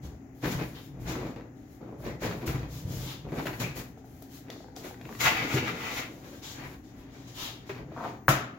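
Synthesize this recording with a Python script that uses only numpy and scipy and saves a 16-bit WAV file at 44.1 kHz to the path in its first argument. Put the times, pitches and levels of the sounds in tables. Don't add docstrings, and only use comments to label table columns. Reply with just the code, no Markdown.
import sys
import numpy as np
from scipy import signal
from scipy.fft import rfft, irfft, next_fast_len
from scipy.io import wavfile
from scipy.ndimage import map_coordinates

SR = 44100
rng = np.random.default_rng(int(sys.argv[2]) if len(sys.argv) > 2 else 0)


def put_to_file(sound):
    columns = np.atleast_2d(sound).T
    safe = np.clip(columns, -1, 1)
    whole_steps = np.round(safe * 32767)
    wavfile.write(sys.argv[1], SR, whole_steps.astype(np.int16))


N = 378495
T = np.arange(N) / SR

# frequency in Hz, t60 in seconds.
GARAGE_DECAY = [(100, 0.64), (500, 0.53), (1500, 0.49), (4000, 0.44), (8000, 0.29), (14000, 0.24)]
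# frequency in Hz, left-right correlation.
STEREO_LIKENESS = [(120, .98), (280, 0.92), (500, 0.75), (1000, -0.083), (2000, -0.1), (12000, -0.11)]
# frequency in Hz, level in dB.
AIR_SPECTRUM = [(15, -60), (25, -26), (50, -5.5), (116, -3), (204, -7.5), (281, -2), (495, -20), (762, -17),
                (1020, -28), (1950, -28.5), (3930, -51), (6730, -38.5), (7500, -45), (8350, -50),
                (11800, -47.5), (15500, -48)]
# frequency in Hz, left over right in dB.
AIR_LEFT = [(800, 1), (1500, 0), (2300, 20), (4000, 14), (9000, 2)]
# frequency in Hz, level in dB.
FRIDGE_TONES = [(120, -57.5), (267, -58), (303, -61.5), (404, -68.5), (758, -72)]

# start, rise and hold in seconds, then sway, drumming and crackle in dB.
BENDS = [(.02, 0.02, 0.0099, -44.5, -46, -57.5), (.428, 0.021, 0.018, -33.5, -31.5, -31.5),
         (.505, 0.025, 0.034, -32, -48, -45), (.585, 0.014, 0.018, -40, -34.5, -40.5),
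         (.7, .03, 0.044, -54, -53, -54.5), (.9, 0.13, 0.054, -38.5, -49.5, -62),
         (1.055, .025, 0.065, -50, -40, -42.5), (1.15, 0.011, 0.085, -41, -35, -42),
         (1.362, 0.0037, 0.01, -49, -40, -51), (1.805, 0.02, 0.09, -53, -42.5, -63),
         (1.95, 0.022, 0.027, -45.5, -51, -70), (2.03, 0.033, 0.022, -36.5, -38, -45.5),
         (2.215, 0.033, 0.022, -32.5, -36, -35.5), (2.32, 0.016, 0.13, -44, -41.5, -50),
         (2.465, 0.023, 0.07, -35.5, -37.5, -41.5), (2.58, 0.015, 0.086, -42, -44, -50),
         (2.72, 0.029, 0.026, -41, -49, -60), (2.83, 0.035, 0.18, -37, -45.5, -58),
         (3.05, 0.021, 0.19, -46, -56, -57.5), (3.24, 0.012, .03, -39.5, -42.5, -52.5),
         (3.318, 0.012, 0.032, -45, -35, -49), (3.36, 0.031, 0.016, -37, -34, -39.5),
         (3.457, 0.0063, 0.01, -37.5, -36.5, -35), (3.598, 0.011, 0.041, -35, -39, -40),
         (3.75, 0.034, 0.017, -46, -43, -46), (4.44, 0.039, 0.051, -51, -49.5, -57.5),
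         (4.755, 0.0081, 0.022, -62, -45, -51.5), (4.83, 0.028, 0.026, -72, -44.5, -48),
         (5.03, 0.032, 0.073, -49, -47, -58), (6.2, 0.056, 0.098, -61, -49, -53.5),
         (6.55, 0.087, 0.03, -45, -45.5, -43.5), (6.88, 0.088, 0.82, -58.5, -58, -60),
         (7.692, 0.0034, 0.0075, -43.5, -46, -42), (7.79, .02, 0.016, -42, -49, -58),
         (7.92, 0.13, 0.027, -45.5, -42, -47)]
# frequency in Hz, width in Hz, gain in dB.
SHEET_MODES = [(51.4, 6.8, -3.5), (75, 15, -10), (124, 30.6, 3), (137.2, 32, 3), (175.8, 8.9, -3)]
# frequency in Hz, gain in dB.
DRUM_SPECTRUM = [(100, -42), (170, -6), (260, 1), (330, -3), (450, -1.5), (600, -9.5), (850, -14.5),
                 (1400, -22), (4000, -108)]
CRACKLE_SPECTRUM = [(400, -7.5), (800, 2.5), (1300, 0), (1800, 0), (2300, 0.5), (3000, -8), (4500, -12.5),
                    (9000, -24)]
# start, rise and hold in seconds, then hiss and fizz in dB.
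HAND_SLIDES = [(.02, 0.027, 0.012, -55.5, -58), (.342, 0.018, 0.035, -79, -64),
               (.42, 0.045, 0.036, -47.5, -45), (.505, 0.012, 0.01, -43, -44), (.58, .03, 0.077, -65, -53),
               (.7, 0.068, 0.096, -64, -57), (.995, 0.022, 0.06, -66, -57),
               (1.067, .025, 0.024, -42.5, -51), (1.14, 0.085, 0.071, -59.5, -64),
               (1.55, 0.019, 0.098, -71.5, -74), (1.67, .06, 0.021, -71, -62.5), (1.83, .03, .08, -82, -77),
               (1.98, 0.034, .03, -81, -58), (2.04, 0.019, 0.025, -53.5, -58),
               (2.21, 0.033, 0.013, -43, -47), (2.32, 0.022, .08, -65, -58),
               (2.46, 0.013, 0.0074, -45, -38.5), (2.53, 0.035, 0.027, -55, -66),
               (2.69, 0.052, 0.062, -51.5, -52), (2.87, 0.065, 0.18, -48, -47),
               (3.31, 0.11, 0.022, -54, -51), (3.455, 0.0069, 0.009, -61, -44),
               (3.52, 0.035, 0.066, -61, -52), (3.595, 0.0094, 0.01, -39, -40),
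               (3.752, 0.021, 0.02, -51, -42.5), (3.972, .006, .01, -66, -72), (4.04, 0.02, 0.19, -78, -62),
               (4.214, .01, .004, -63, -59), (4.29, 0.053, 0.036, -57, -52.5),
               (4.498, 0.0046, 0.03, -63, -59), (4.55, .03, 0.046, -60.5, -75),
               (4.757, 0.012, 0.032, -52.5, -53), (4.83, 0.021, 0.031, -51.5, -49),
               (5.02, 0.19, 0.11, -54.5, -53.5), (6.08, 0.074, 0.062, -63, -63),
               (6.22, 0.054, 0.11, -57, -59), (6.42, 0.025, 0.077, -44, -59), (6.55, 0.15, 0.028, -61, -57),
               (6.83, 0.02, 0.059, -64, -72), (6.95, 0.043, 0.018, -66, -64), (7.1, .05, 0.14, -60, -78),
               (7.27, 0.014, 0.018, -53, -68), (7.355, 0.082, 0.022, -41.5, -45),
               (7.66, 0.026, 0.025, -56, -70), (7.94, 0.14, 0.018, -56.5, -69)]
# start, rise and hold in seconds, level in dB.
PALM_STROKES = [(.745, 0.013, 0.024, -51.5), (1.55, .02, 0.14, -90), (3.03, 0.081, .015, -44.5),
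                (6.425, .025, .03, -48.5), (6.95, .05, .3, -70), (7.355, 0.055, 0.077, -40.5)]
# frequency in Hz, gain in dB.
HISS_SPECTRUM = [(1200, -3), (2500, -2.5), (3500, 1), (5000, -1), (7000, 1.5), (9000, -2), (12000, -8.5)]
FIZZ_SPECTRUM = [(6000, -6), (8500, -1), (11000, -1), (15500, -4.5)]
PALM_SPECTRUM = [(600, -7), (900, 0), (1600, -8), (2600, -4.5), (3500, 2.5), (4200, -4.5), (5500, -9),
                 (10000, -50)]

# start in seconds, level in dB, pitch in Hz.
BUMPS_AND_STEPS = [(.045, -35.5, 70), (0.552, -35, 50), (1.051, -34.5, 62), (2.486, -33, 60),
                   (2.6, -34, 59), (6.659, -43, 56.4), (6.993, -43.5, 51)]
# start in seconds, level in dB, pitch in Hz.
FLOPS = [(0.436, -21.5, 298), (2.229, -26.5, 431), (2.476, -23.5, 79.5), (2.545, -18.5, 136),
         (2.85, -25, 93), (3.319, -29, 151), (3.389, -29, 267), (3.416, -32, 311), (5.246, -25.5, 129),
         (5.445, -23, 294), (5.541, -14, 131), (5.554, -22.5, 390), (7.694, -29, 392)]
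BUCKLES = [(.434, -35, 640), (0.454, -29, 580), (.525, -33, 625), (.596, -27, 616), (1.07, -35, 675),
           (1.155, -44, 794), (1.27, -38, 594), (1.362, -37, 820), (1.41, -46, 547), (1.809, -37, 565),
           (2.003, -32.5, 595), (2.04, -30, 600), (2.095, -26, 544), (2.22, -23.5, 563), (3.32, -33, 574),
           (3.371, -35, 555), (3.399, -25.5, 780), (3.456, -24, 610), (3.974, -36, 730),
           (4.043, -39.5, 715), (4.221, -36, 670), (4.499, -34, 674), (4.56, -35, 630), (4.604, -34, 670),
           (4.643, -36, 815), (4.684, -35.5, 810), (4.769, -31.5, 723), (4.845, -29, 600),
           (4.909, -31.5, 790), (4.943, -44, 630), (5.011, -35, 716), (5.09, -35, 840), (7.698, -27.5, 612),
           (7.919, -31, 626)]
FINGER_TICKS = [(0.4445, -22, 1870), (0.4578, -22, 1800), (.527, -30, 2310), (1.0705, -40, 2390),
                (1.1549, -31, 1440), (1.361, -38.5, 1600), (1.41, -41, 1450), (2.4776, -25.5, 1880),
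                (3.3204, -34, 1440), (3.456, -29, 1830), (3.469, -22, 1930), (3.7934, -30, 5000),
                (4.2242, -25.5, 12100), (4.502, -27, 3600), (4.764, -26, 6240), (4.9432, -39.5, 1980),
                (5.013, -37, 2320), (5.0534, -35, 1930), (5.0916, -35.5, 1440), (5.1262, -36, 1840),
                (5.1505, -35, 1970)]
# frequency in Hz, gain in dB.
FINGER_SPECTRUM = [(300, -30), (1000, 8), (2400, 0.5), (4000, -3), (7000, -4.5), (15000, -9)]
# start in seconds, level in dB, pitch and width in Hz, t60 in seconds.
GRIP_SLIPS = [(2.09, -53, 2000, 300, 0.68), (3.458, -42, 2250, 1200, 0.16), (3.630, -37.5, 2430, 420, 0.47),
              (4.502, -57, 4400, 1820, 0.82), (5.203, -32, 2100, 300, 0.75), (6.64, -44, 1880, 700, .25)]

# time in seconds, then rasp, hiss and drumming in dB.
EDGE_DRAG = [(5.189, -53, -54, -52), (5.208, -36, -30.5, -46), (5.265, -25.5, -30.5, -42.5),
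             (5.39, -34, -50.5, -38), (5.458, -33.5, -48.5, -35), (5.52, -32, -42, -44),
             (5.548, -31.5, -35.5, -29), (5.616, -38.5, -49.5, -36), (5.675, -32.5, -49, -38),
             (5.735, -40, -53, -42.5), (5.91, -37, -45, -46.5), (5.99, -34.5, -38.5, -46),
             (6.082, -43.5, -57, -49), (6.202, -60.5, -69, -49.5)]
# frequency in Hz, gain in dB.
RASP_SPECTRUM = [(400, -11), (800, -1), (1400, 0), (1800, -4.5), (2400, -3), (3200, -8), (4500, -15.5),
                 (9000, -26)]
# frequency in Hz, width in Hz, gain in dB.
EDGE_MODES = [(1250, 97, -6), (1450, 70, -8), (2090, 680, 28), (2870, 80, -10)]

# time in seconds, level of the creak in dB.
FOLD_PRESSURE = [(7.964, -30), (8.0, -32), (8.05, -26), (8.075, -29)]
# delay in seconds, relative level in dB.
NEAR_ECHOES = [(.0016, -10), (.0069, -3), (0.009, -9), (0.0105, -17), (0.022, -12), (.0287, -9),
               (0.0352, -28)]
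# frequency in Hz, level in dB, t60 in seconds.
BOOM_MODES = [(57.3, -34, 0.31), (123.7, -31, 0.64), (135.7, -16, 0.24), (209, -32, 0.31),
              (268, -29.5, 0.25), (312, -29, 0.29), (361, -33, 0.4)]
# frequency in Hz, gain in dB.
SNAP_TAIL_SPECTRUM = [(60, -22), (200, -5.5), (450, -8), (700, -1.5), (880, -8.5), (1280, 0.5),
                      (1900, -6.5), (2800, -12), (4500, -19), (7000, -15), (11000, -15), (15500, -21)]

# frequency in Hz, left over right in dB.
CHANNEL_BALANCE = [(100, 0.9), (500, 2), (2000, 4), (4500, 4), (5700, 3), (6500, 11), (7400, 11), (8500, 5),
                   (12000, 3)]
# frequency in Hz, gain in dB.
MIC_RESPONSE = [(500, -0.5), (2000, 0), (7200, 1.3), (8300, -12.5), (9300, -9.5), (11500, -0.8),
                (15000, 3.7)]


def amp(db):
    return 10 ** (np.asarray(db) / 20)


def along(points, hz):
    freqs, values = np.transpose(points)
    return np.interp(np.log(hz + 1), np.log(freqs), values)


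def filtered(x, response):
    n = x.shape[-1]
    padded = next_fast_len(n + SR // 2)
    return irfft(rfft(x, padded) * response(np.fft.rfftfreq(padded, 1 / SR)), padded)[..., :n]


def colour(x, spectrum):
    return filtered(x, lambda hz: amp(along(spectrum, hz)))


def resonate(x, modes):
    def response(hz):
        return sum((-1) ** k * amp(db) * 1j * hz * width / (centre ** 2 - hz ** 2 + 1j * hz * width)
                   for k, (centre, width, db) in enumerate(modes))
    return filtered(x, response)


def unit(x):
    return x / np.sqrt(np.mean(x ** 2) + 1e-20)


def add(track, start, sound):
    part = track[..., round(start * SR):][..., :sound.shape[-1]]
    part += sound[..., :part.shape[-1]]


def wobble(rate):
    return map_coordinates(rng.standard_normal(int(T[-1] * rate) + 4), [T * rate])


def pan(pair, lean):
    def response(hz):
        ratio = amp(along(lean, hz))
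        return np.array([ratio, np.ones_like(ratio)]) * np.sqrt(2 / (1 + ratio ** 2))
    return filtered(pair, response)


def diffuse(pair):
    def response(hz):
        angle = np.arccos(np.clip(along(STEREO_LIKENESS, hz), -1, 1)) / 2
        return np.array([np.cos(angle), np.sin(angle)])
    mid, side = filtered(pair, response)
    return np.array([mid + side, mid - side])


def noise(samples=N):
    return diffuse(rng.standard_normal((2, samples)))


def garage_tail():
    hz, t, bands = signal.stft(rng.standard_normal((2, SR // 2)), SR, nperseg=256)
    decay = amp(-60 * t / along(GARAGE_DECAY, hz)[:, None])
    tail = diffuse(signal.istft(bands * decay, SR, nperseg=256)[1])
    tail *= 1 - np.exp(-(np.arange(tail.shape[1]) / SR / 0.0032) ** 2)
    return tail / np.sqrt(np.sum(tail ** 2) / 2)


def room(x, wet_db):
    wet = amp(wet_db)
    reverb = signal.fftconvolve(x[None], garage_tail(), axes=1)[:, :len(x)]
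    return (x + wet * reverb) / np.hypot(1, wet)


def grains(rate, spread_db):
    slipping = rng.random(N) < rate / SR
    size = amp(spread_db * np.clip(rng.standard_normal(N), -2, 2))
    return slipping * size * rng.choice([-1, 1], N)


def rub(spectrum, rate, spread_db, wet_db, gain=1):
    return unit(room(colour(gain * grains(rate, spread_db), spectrum), wet_db))


def gestures(rows, t60s, onset_db=12.5, lead_s=0.2):
    power = np.zeros((len(t60s), N))
    t60 = np.array(t60s)[:, None]
    for start, rise, hold, *levels in rows:
        first = max(start - lead_s, 0)
        t = np.arange(SR) / SR + first - start
        swell_db = -onset_db * np.minimum(t / rise - 1, 0) ** 2
        fade_db = -60 * np.maximum(t - rise - hold, 0) / t60
        add(power, first, amp(np.array(levels)[:, None] + swell_db + fade_db) ** 2)
    return np.sqrt(power)


def drag_gains():
    times, *levels = np.transpose(EDGE_DRAG)
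    return [amp(np.interp(T, times, db, -np.inf, -np.inf)) for db in levels]


def room_tone():
    return amp(-49.5) * pan(unit(colour(noise(), AIR_SPECTRUM)), AIR_LEFT)


def fridge():
    hum = np.zeros(N)
    for hz, db in FRIDGE_TONES:
        peak = np.sqrt(2) * amp(db + 1.8 * wobble(8))
        hum += peak * np.sin(2 * np.pi * hz * T + 1.55 * wobble(9.7))
    return hum


def bending():
    bass_band = [(20, -42), (45, -3.5), (190, 0.5), (400, -32)]
    sway = unit(colour(resonate(noise(), SHEET_MODES), bass_band))
    fits = amp(3.2 * wobble(32))
    drum = rub(DRUM_SPECTRUM, rate=300, spread_db=3, wet_db=-1.5, gain=fits)
    crackle = rub(CRACKLE_SPECTRUM, rate=400, spread_db=6.5, wet_db=6, gain=fits)
    swaying, drumming, crackling = gestures(BENDS, t60s=[0.62, 0.47, 0.37])
    _, _, dragged = drag_gains()
    return (sway * np.hypot(swaying, amp(-5.5) * dragged)
            + drum * np.hypot(drumming, dragged)
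            + crackle * crackling)


def hands():
    hiss = rub(HISS_SPECTRUM, rate=3000, spread_db=-2, wet_db=12.5)
    fizz = rub(FIZZ_SPECTRUM, rate=2900, spread_db=7, wet_db=7.5)
    palm = rub(PALM_SPECTRUM, rate=4600, spread_db=3.5, wet_db=8.5)
    hissing, fizzing = gestures(HAND_SLIDES, t60s=[0.4, 0.31])
    return hiss * hissing + fizz * fizzing + palm * gestures(PALM_STROKES, t60s=[0.43])


def thumps():
    out, t = np.zeros(N), np.arange(SR // 3) / SR
    swell = t / 0.015 * np.exp(1 - t / 0.015)
    for start, db, hz in BUMPS_AND_STEPS:
        add(out, start, amp(db) * swell * np.sin(2 * np.pi * hz * t))
    push = amp(-60 * t / 0.13) * (1 - np.exp(-t / 0.0028))
    for start, db, hz in FLOPS:
        add(out, start, amp(db) * push * np.sin(2 * np.pi * hz * t))
    return room(out, wet_db=-8.5)


def knocks():
    out, t = np.zeros(N), np.arange(SR // 12) / SR
    partials = [(0.62, -10, 0.086), (1, 0, 0.024), (1.9, -7, 0.011)]
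    attack = 1 - np.exp(-t / 0.00098)
    for start, db, hz in BUCKLES:
        ring = sum(amp(level_db - 60 * t / t60) * np.sin(2 * np.pi * ratio * hz * t)
                   for ratio, level_db, t60 in partials)
        add(out, start, amp(db) * ring * attack)
    return room(out, wet_db=-4.5)


def ticks(t60=0.014):
    out, t = np.zeros(N), np.arange(SR // 16) / SR
    for start, db, hz in FINGER_TICKS:
        burst = rng.standard_normal(len(t)) * amp(-60 * t / t60)
        click = resonate(burst, [(hz, 0.67 * hz, 0)])
        add(out, start, amp(db) * click / np.abs(click).max())
    return room(colour(out, FINGER_SPECTRUM), wet_db=-2.5)


def squeaks():
    out, t = np.zeros((2, N)), np.arange(SR // 2) / SR
    attack = 1 - np.exp(-t / 0.00074)
    for start, db, hz, width_hz, t60 in GRIP_SLIPS:
        mode = [(hz, width_hz, 0)]
        ring = unit(resonate(resonate(noise(len(t)), mode), mode))
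        add(out, start, ring * amp(db - 60 * t / t60) * attack)
    return out


def scraping():
    slips = grains(rate=1500, spread_db=2) * amp(5 * wobble(45))
    friction = unit(colour(slips, RASP_SPECTRUM))
    ring = amp(-3.5) * unit(resonate(slips, EDGE_MODES))
    rasp = unit(room(friction + ring, wet_db=8))
    hiss = rub(HISS_SPECTRUM, rate=3700, spread_db=-1.5, wet_db=13)
    fizz = amp(-5) * rub(FIZZ_SPECTRUM, rate=5400, spread_db=-7, wet_db=8)
    rasping, hissing, _ = drag_gains()
    return rasp * rasping + (hiss + fizz) * hissing


def pop(hz, cycles, crack_db):
    t = np.arange(SR // 50) / SR
    age = t * hz / cycles
    swing = (age * np.exp(1 - age)) ** 3 * np.cos(2 * np.pi * hz * t)
    crack = amp(crack_db - 60 * t / 0.0053) * (1 - np.exp(-age)) * rng.standard_normal(len(t))
    return swing + crack


def creak(flutes_per_s=150, scatter_s=0.00147):
    out = np.zeros(N)
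    times, levels = np.transpose(FOLD_PRESSURE)
    beats = np.arange(times[0], times[-1], 1 / flutes_per_s)
    for beat, (late, pitch, size, after_size) in zip(beats, rng.standard_normal((32, 4))):
        start = beat + scatter_s * late
        db = np.interp(beat, times, levels) + size
        hz = 1100 * np.exp(0.12 * pitch)
        add(out, start, amp(db) * pop(hz, cycles=1, crack_db=-21))
        add(out, start + 0.0039, amp(db - 5 + 2 * after_size) * pop(0.74 * hz, cycles=1.8, crack_db=-26))
    return room(out, wet_db=-5.5)


def snap(start=8.2822):
    out, t = np.zeros((2, N)), np.arange(SR // 2) / SR
    crack = pop(hz=1430, cycles=1.12, crack_db=-7)
    body = amp(-10) * pop(hz=620, cycles=0.94, crack_db=-30)
    add(out, start - 0.0002, amp([[-3.5], [-4]]) * (crack + body))
    for delay, db in NEAR_ECHOES:
        echo = amp(db - 6.5) * pop(hz=1337, cycles=1.4, crack_db=-28)
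        right_lag = rng.uniform(-0.00043, 0.00026)
        add(out[0], start + delay, echo)
        add(out[1], start + delay + right_lag, echo)
    boom = sum(amp(db - 60 * t / t60) * np.sin(2 * np.pi * hz * t) for hz, db, t60 in BOOM_MODES)
    add(out, start + 0.00384, boom * (1 - np.exp(-t / 0.0022)))
    tail = colour(garage_tail(), SNAP_TAIL_SPECTRUM)
    add(out, start + 0.002, amp(15.5) * tail / np.linalg.norm(tail))
    return out


def scene():
    handling = bending() + hands() + thumps() + knocks() + ticks() + squeaks() + scraping()
    return pan(room_tone() + fridge() + handling + creak() + snap(), CHANNEL_BALANCE)


def record(dry):
    return filtered(colour(dry, MIC_RESPONSE), lambda hz: hz < 15850)


dry = scene()
out = record(dry)
put_to_file(out)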